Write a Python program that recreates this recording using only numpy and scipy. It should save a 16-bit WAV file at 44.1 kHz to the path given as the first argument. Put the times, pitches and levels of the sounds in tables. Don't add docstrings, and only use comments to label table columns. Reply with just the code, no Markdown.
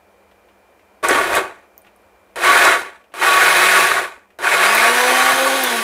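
import sys
import numpy as np
from scipy import signal
from scipy.fft import rfft, irfft, next_fast_len
from scipy.io import wavfile
from scipy.ndimage import uniform_filter1d, minimum_filter1d, map_coordinates

SR = 44100
rng = np.random.default_rng(int(sys.argv[2]) if len(sys.argv) > 2 else 0)


def generate_wav(sig):
    pcm = np.round(np.clip(np.atleast_2d(sig).T, -1, 1) * 32767).astype(np.int16)
    wavfile.write(sys.argv[1], SR, pcm)


N = 257499
TIME_S = np.arange(N) / SR


def amp(db):
    return 10 ** (np.asarray(db) / 20)


def unit(x):
    return x / np.sqrt(np.mean(x ** 2) + 1e-20)


def along(points, hz):
    f, v = np.transpose(points)
    return np.interp(np.log(hz + 1), np.log(f + 1), v)


def curves(rows):
    s, *cols = np.transpose(rows)
    return [np.interp(TIME_S, s, c) for c in cols]


def since(s):
    return TIME_S - s


def wobble(rate_hz):
    knots = rng.standard_normal(int(N * rate_hz / SR) + 4)
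    return map_coordinates(knots, [np.arange(N) * rate_hz / SR])


def resonance_lift(rows, hz):
    return sum(db / (1 + (2 * (hz - centre) / width) ** 2) for centre, width, db in rows)


def coloured(x, gain_db):
    size = 16384
    cepstrum = irfft(np.log(amp(gain_db(np.fft.rfftfreq(size, 1 / SR))) + 1e-6))
    cepstrum[1:size // 2] *= 2
    cepstrum[size // 2 + 1:] = 0
    impulse = irfft(np.exp(rfft(cepstrum)))[:size // 2]
    return signal.fftconvolve(x, impulse)[:N]


def impacts(rate_hz, spread_db):
    struck = rng.random(N) < rate_hz / SR
    sign = rng.choice([-1, 1], N)
    size = amp(spread_db * rng.standard_normal(N))
    return unit(struck * sign * size)


def burst(s, db, t60_s):
    age_s = since(s)
    return (age_s >= 0) * amp(db - 60 * np.abs(age_s) / t60_s) * rng.standard_normal(N)


SPIN_UP_S, SPIN_UP_SHAPE = 0.188, 0.75


def shaft_speed(on, off, top_hz, braking_hz_per_s):
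    powered_s = np.clip(since(on), 0, off - on)
    reached_hz = top_hz * (1 - np.exp(-(powered_s / SPIN_UP_S) ** SPIN_UP_SHAPE))
    return np.maximum(reached_hz - braking_hz_per_s * np.maximum(since(off), 0), 0)


# (on [s], off [s], top speed before drag [Hz], braking [Hz/s], starting jolt [dB],
# time until the blades bite [s], churn level [dB], rattle level [dB], hiss level [dB], shake level [dB])
SWITCH_PRESSES = [(1.027, 1.367, 130, 332, 2.5, .014, -15, -15, -23, -42.5),
                  (2.357, 2.637, 190, 353.8, 3.5, 0.09, -16.5, -9, -18, -50),
                  (3.138, 3.775, 210, 391, -2, 0.093, -18.5, -9.5, -18, -54),
                  (4.387, 5.575, 269.8, 200, 3, 0.062, -19, -11, -21.5, -59.5)]
# (time [s], level [dB])
LOAD_CATCH = [(1.05, 0.5), (1.075, -4.5), (1.11, 3.5), (1.16, 1.5), (1.29, -6.5), (1.36, 2), (2.44, -.5),
              (2.7, 1), (3.3, -1), (3.79, -0.5), (3.84, -3), (4.46, -3), (4.535, 1), (4.58, -4.5),
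              (4.63, 1.5), (4.7, -1.5), (4.87, 0.5), (4.92, -1.5), (5.33, -1.5), (5.36, -5), (5.84, -8.5)]
# (shaft speed [Hz], churn [dB], rattle [dB], hiss [dB])
COAST_FADE = [(0, -47, -45.5, -58), (48.7, -24, -27.5, -34.5), (83.4, -8, -12.5, -13), (113, -0.5, -1, -4),
              (157, -0.5, -0.5, 0.5)]
DRAG_PER_DB = 0.002
INRUSH_DB, INRUSH_S = 3, 0.013


def drive(start_db=(-13, -22, -17), catch_share=(0.5, 1.0, 0.5), db_per_octave=(1, 0, 5),
          shake_share=0.91, bite_shape=1.73, surge_db=0.5, power_fade_s=0.054):
    catch_db, = curves(LOAD_CATCH)
    coast_hz, *coast_db = np.transpose(COAST_FADE)
    load_db = catch_db + surge_db * wobble(25)
    speed_hz, power, gains = np.zeros(N), np.zeros(N), np.zeros((4, N))
    for on, off, top_hz, braking, jolt_db, bite_s, *levels_db, shake_db in SWITCH_PRESSES:
        hz = shaft_speed(on, off, top_hz, braking) * (1 - DRAG_PER_DB * catch_db)
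        loose = 1 - np.clip(since(on) / bite_s, 0, 1) ** bite_shape
        unpowered = np.clip(since(off) / power_fade_s, 0, 1)
        turning = np.clip(since(on) / 0.001, 0, 1) * np.clip(hz / 5, 0, 1)
        octaves = np.log2(np.maximum(hz, 100) / 160)
        kick_db = INRUSH_DB * np.exp(-np.abs(since(on)) / INRUSH_S)
        shapes_db = []
        for start, share, per_octave, fade in zip(start_db, catch_share, db_per_octave, coast_db):
            onset_db = kick_db + (start + jolt_db) * loose
            running_db = share * load_db + per_octave * octaves
            coasting_db = unpowered * np.interp(hz, coast_hz, fade)
            shapes_db.append(onset_db + running_db + coasting_db)
        layers_db = [level + shape for level, shape in zip(levels_db, shapes_db)]
        layers_db.append(shake_db + shake_share * shapes_db[0])
        speed_hz = speed_hz + hz
        power = power + turning * (1 - unpowered)
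        gains = gains + turning * amp(layers_db)
    return speed_hz, power, gains


# (multiple of shaft rate [1], relative level at reference speed [dB], change with power off [dB])
UNBALANCE_ORDERS = [(1, -35.5, 1.5), (2, -39.5, -5), (3, -37.5, -2.5), (4, -42.5, -8)]
# (multiple of shaft rate [1], relative level at reference speed [dB], change with power off [dB])
MOTOR_ORDERS = [(12, -35, -3), (14, -40.5, 12), (24, -39, -1)]
# (centre [Hz], width [Hz], lift [dB])
FRAME_MODES = [(372.6, 30, 18), (472, 29, 13), (498.7, 14, 14), (531.6, 16, 12.5), (696.1, 32, 15),
               (775, 33, 11), (994, 90, 17), (2533, 160, 21), (4960, 450, 14), (5950, 400, 4)]
REFERENCE_HZ = 250


def whine(speed_hz, power, turns, flutter_db=3.0, wander_rad=0.045, blur_rad=0.09, whine_db=-1.5,
          hum_growth=3.43, whine_growth=2.2, strain_share=0.43):
    catch_db, = curves(LOAD_CATCH)
    wandering_turns = turns + wander_rad * wobble(45) / (2 * np.pi)

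    def order(k, db, off_db, smear_rad):
        gain = np.sqrt(2) * amp(db + off_db * (1 - power) + resonance_lift(FRAME_MODES, k * speed_hz))
        return gain * np.sin(2 * np.pi * (k * wandering_turns + rng.random()) + smear_rad)

    hum = np.zeros(N)
    for k, db, off_db in UNBALANCE_ORDERS:
        level_db = db + (0.88 + 0.74 * k) * wobble(30)
        hum += order(k, level_db, off_db, blur_rad * k * wobble(90))
    armature = np.zeros(N)
    for k, db, off_db in MOTOR_ORDERS:
        level_db = db + whine_db + flutter_db * wobble(30)
        roughness_rad = 1.1 * wobble(150) + 0.55 * wobble(600)
        armature += order(k, level_db, off_db, roughness_rad)
    pace = speed_hz / REFERENCE_HZ
    strain = amp(strain_share * catch_db)
    return pace ** hum_growth * hum + pace ** whine_growth * strain * armature


# (centre [Hz], width [Hz], lift [dB])
JAR_MODES = [(376, 106, 9.5), (478, 65, 5), (579, 23, 2.5), (683, 36, 5), (899, 60, 6.5), (1140.5, 74, 9),
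             (1266, 38, 5), (1488, 71, 4.5), (1580, 54, 4.5), (1643, 15, 2), (1774, 73, 3.5), (1880, 31, 1),
             (2184, 46, 3.5), (2330, 45, 1), (2507, 45, 6), (3580, 42, 3), (3910, 71, 6.5), (4490, 26, 2.5)]


def through_jar(x, spectrum):
    return unit(coloured(x, lambda hz: along(spectrum, hz) + resonance_lift(JAR_MODES, hz)))


def patchy(x, spread_db):
    z = signal.stft(x, nperseg=512)[2]
    across_bands = uniform_filter1d(rng.standard_normal(z.shape), size=5, axis=0)
    patches = unit(uniform_filter1d(across_bands, size=7, axis=1))
    return unit(signal.istft(z * amp(spread_db * patches), nperseg=512)[1][:N])


# (frequency [Hz], relative density [dB per Hz])
LEAF_SPECTRUM = [(25, -32), (80, -22), (180, -14), (260, -8.5), (350, -0.5), (450, 1), (600, 4.5), (900, 1),
                 (1300, -0.5), (2500, -18), (6000, -58.5)]
# (frequency [Hz], relative density [dB per Hz])
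PASTE_SPECTRUM = [(25, -38), (80, -26.5), (160, -21.5), (260, -14.5), (350, -8), (450, -4.5), (600, -3.5),
                  (900, -0.5), (1300, -20), (2500, -27), (6000, -40)]
# (frequency [Hz], relative density [dB per Hz])
RATTLE_SPECTRUM = [(200, -54), (600, -5), (1000, -2.5), (1600, 2.5), (2400, -1), (2800, -9), (3800, -12.5),
                   (5000, -20.5), (9000, -18.5), (16000, -41)]
# (frequency [Hz], relative density [dB per Hz])
HISS_SPECTRUM = [(300, -38.5), (1500, -4), (3300, 4), (4500, 0.5), (5500, -2.5), (7500, -4), (10000, 0.5),
                 (12000, -5), (15500, -11)]


def grinding(speed_hz, turns, churn, rattle, hiss, churn_db=-4, rattle_db=-2.0, hiss_db=-3,
             throb_db=1.0, lump_db=1.03, mains_db=1.0, thinning_db=-2):
    load = amp(throb_db * np.cos(2 * np.pi * turns) + lump_db * wobble(110))
    mains = amp(mains_db * np.cos(2 * np.pi * 100 * TIME_S))
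    free = np.clip((speed_hz - 110) / 120, 0, 1)
    leaves = through_jar(load * impacts(1500, spread_db=1.5), LEAF_SPECTRUM)
    paste = amp(thinning_db) * through_jar(load * impacts(3000, spread_db=3.5), PASTE_SPECTRUM)
    mash = np.sqrt(1 - free) * leaves + np.sqrt(free) * paste
    wall = through_jar(load * impacts(4000, spread_db=2.5), RATTLE_SPECTRUM)
    wall = patchy(wall, spread_db=1.42)
    grit = 0.94 * load * impacts(4000, spread_db=2.5)
    air = through_jar(mains * (rng.standard_normal(N) + grit), HISS_SPECTRUM)
    return amp(churn_db) * churn * mash + amp(rattle_db) * rattle * wall + amp(hiss_db) * hiss * air


def cracks(rows, t60_s, width_octaves):
    total = np.zeros(N)
    for s, db, pitch_hz in rows:
        def band_db(hz):
            return -10 * np.log10(1 + (np.log2((hz + 1) / pitch_hz) / width_octaves) ** 6)

        crack = coloured(burst(s, 0, t60_s), band_db)
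        total += amp(db) * crack / np.abs(crack).max()
    return total


# (time [s], peak before the room [dB], pitch [Hz])
STALK_SNAPS = [(1.0858, -5, 8250), (1.1074, -12.5, 5670), (1.3523, -11, 9200), (1.3644, -14, 9350),
               (2.6504, -8.5, 6390), (4.7494, -7.5, 10700), (5.3594, -14, 9200), (5.6366, -7, 12470),
               (5.6994, -18, 5990)]


def snaps():
    return cracks(STALK_SNAPS, t60_s=0.025, width_octaves=0.48)


# (time [s], peak before the room [dB], pitch [Hz])
LOW_THUDS = [(1.043, -14, 623), (1.107, -8, 460), (1.15, -14.5, 400), (1.215, -23, 404), (2.5, -21, 393),
             (5.333, -30, 175)]


def thuds():
    return cracks(LOW_THUDS, t60_s=0.091, width_octaves=0.59)


# (frequency [Hz], relative level [dB], t60 [s])
STEEL_MODES = [(372, -6.5, 0.32), (556, -4, 0.59), (868, 4.5, 0.51), (1490, -5, 0.34), (2180, -11.5, .25),
               (4100, -3.5, 0.39)]


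def ringing(x, ring_db=-4):
    t = np.arange(SR) / SR
    modes = np.zeros(SR)
    for hz, db, t60_s in STEEL_MODES:
        resonant_norm = 2 * np.log(1000) / (t60_s * SR)
        modes += amp(db - 60 * t / t60_s) * np.sin(2 * np.pi * hz * t) * resonant_norm
    return amp(ring_db) * signal.fftconvolve(x, modes)[:N]


# (frequency [Hz], relative gain [dB])
SHAKE_SPECTRUM = [(25, -11.5), (50, -9), (72, 0), (100, -4.5), (170, -17.5), (400, -51.5)]


def shake():
    return unit(coloured(impacts(280, spread_db=8.5), lambda hz: along(SHAKE_SPECTRUM, hz)))


# (time [s], relative level [dB])
LID_KNOCKS = [(0.3132, -43), (0.4868, -46), (0.7936, -45), (1.847, -42), (1.866, -38), (1.8724, -44),
              (3.0394, -44), (3.12, -40.5), (4.3038, -43.5)]
# (frequency [Hz], gain [dB])
LID_SPECTRUM = [(400, 5), (1500, 11.5), (2900, 12.5), (4500, -5.0), (9000, -12)]


def lid(level_db=-10.5, t60_s=0.085):
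    knocks = sum(burst(s, db + level_db, t60_s) for s, db in LID_KNOCKS)
    return coloured(knocks, lambda hz: along(LID_SPECTRUM, hz))


# (time [s], peak before the room [dB], pitch [Hz])
REST_TICKS = [(1.779, -24.5, 14500), (1.7792, -39, 5800), (1.819, -39.5, 10300), (1.9625, -42, 10500),
              (2.019, -52, 10300)]


def ticks():
    return cracks(REST_TICKS, t60_s=0.003, width_octaves=0.23)


def tiles(x, wet_db, t60_s):
    t = np.arange(SR // 3) / SR
    tail = rng.standard_normal(len(t)) * amp(-60 * t / t60_s) * (t > 0.002)
    echo = signal.fftconvolve(x, tail / np.linalg.norm(tail))[:N]
    return (x + amp(wet_db) * echo) / np.sqrt(1 + amp(2 * wet_db))


# (frequency [Hz], relative density [dB per Hz])
ROOM_SPECTRUM = [(25, -37), (36, -29), (52, -4.5), (90, -3.5), (125, -24.5), (160, -28.5), (200, -4.5),
                 (250, -12.5), (320, -5), (550, -1), (1400, -11), (2400, -16), (3200, -24), (5500, -28.5),
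                 (15000, -30.5)]
# (frequency [Hz], rms level at the start [dB])
ROOM_TONES = [(86, -78.5), (196, -70), (2363, -69.5), (2460, -75), (3101, -80.5)]
# (time [s], level [dB])
ROOM_NOISE_LEVEL = [(0, -54), (2.35, -53.5), (3.05, -56.5), (4.35, -57), (5.84, -65)]


def room_tone():
    level_db, = curves(ROOM_NOISE_LEVEL)
    noise = unit(coloured(rng.standard_normal(N), lambda hz: along(ROOM_SPECTRUM, hz)))
    tones = np.zeros(N)
    for hz, db in ROOM_TONES:
        tones += np.sqrt(2) * amp(db) * np.sin(2 * np.pi * hz * TIME_S + 0.64 * wobble(8))
    return amp(level_db) * noise + amp(level_db - level_db[0]) * tones


def scene():
    speed_hz, power, (churn, rattle, hiss, rocking) = drive()
    turns = np.cumsum(speed_hz) / SR
    mixer = grinding(speed_hz, turns, churn, rattle, hiss) + snaps() + thuds()
    small = lid() + ticks()
    corner = tiles(mixer + small, wet_db=-9, t60_s=0.13)
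    motor = whine(speed_hz, power, turns)
    return (corner + ringing(mixer) + rocking * shake() + motor + room_tone())[None]


TOP_HZ = 15650


def record(dry, ceiling=0.83):
    needed = np.minimum(1, ceiling / (np.abs(dry) + 1e-9))
    gain = uniform_filter1d(minimum_filter1d(needed, size=65), size=65)
    m = next_fast_len(N + SR // 2)
    passed = np.clip((TOP_HZ - np.fft.rfftfreq(m, 1 / SR)) / 250 + 0.5, 0, 1)
    return irfft(rfft(dry * gain, m) * passed, m)[..., :N]


dry = scene()
out = record(dry)
generate_wav(out)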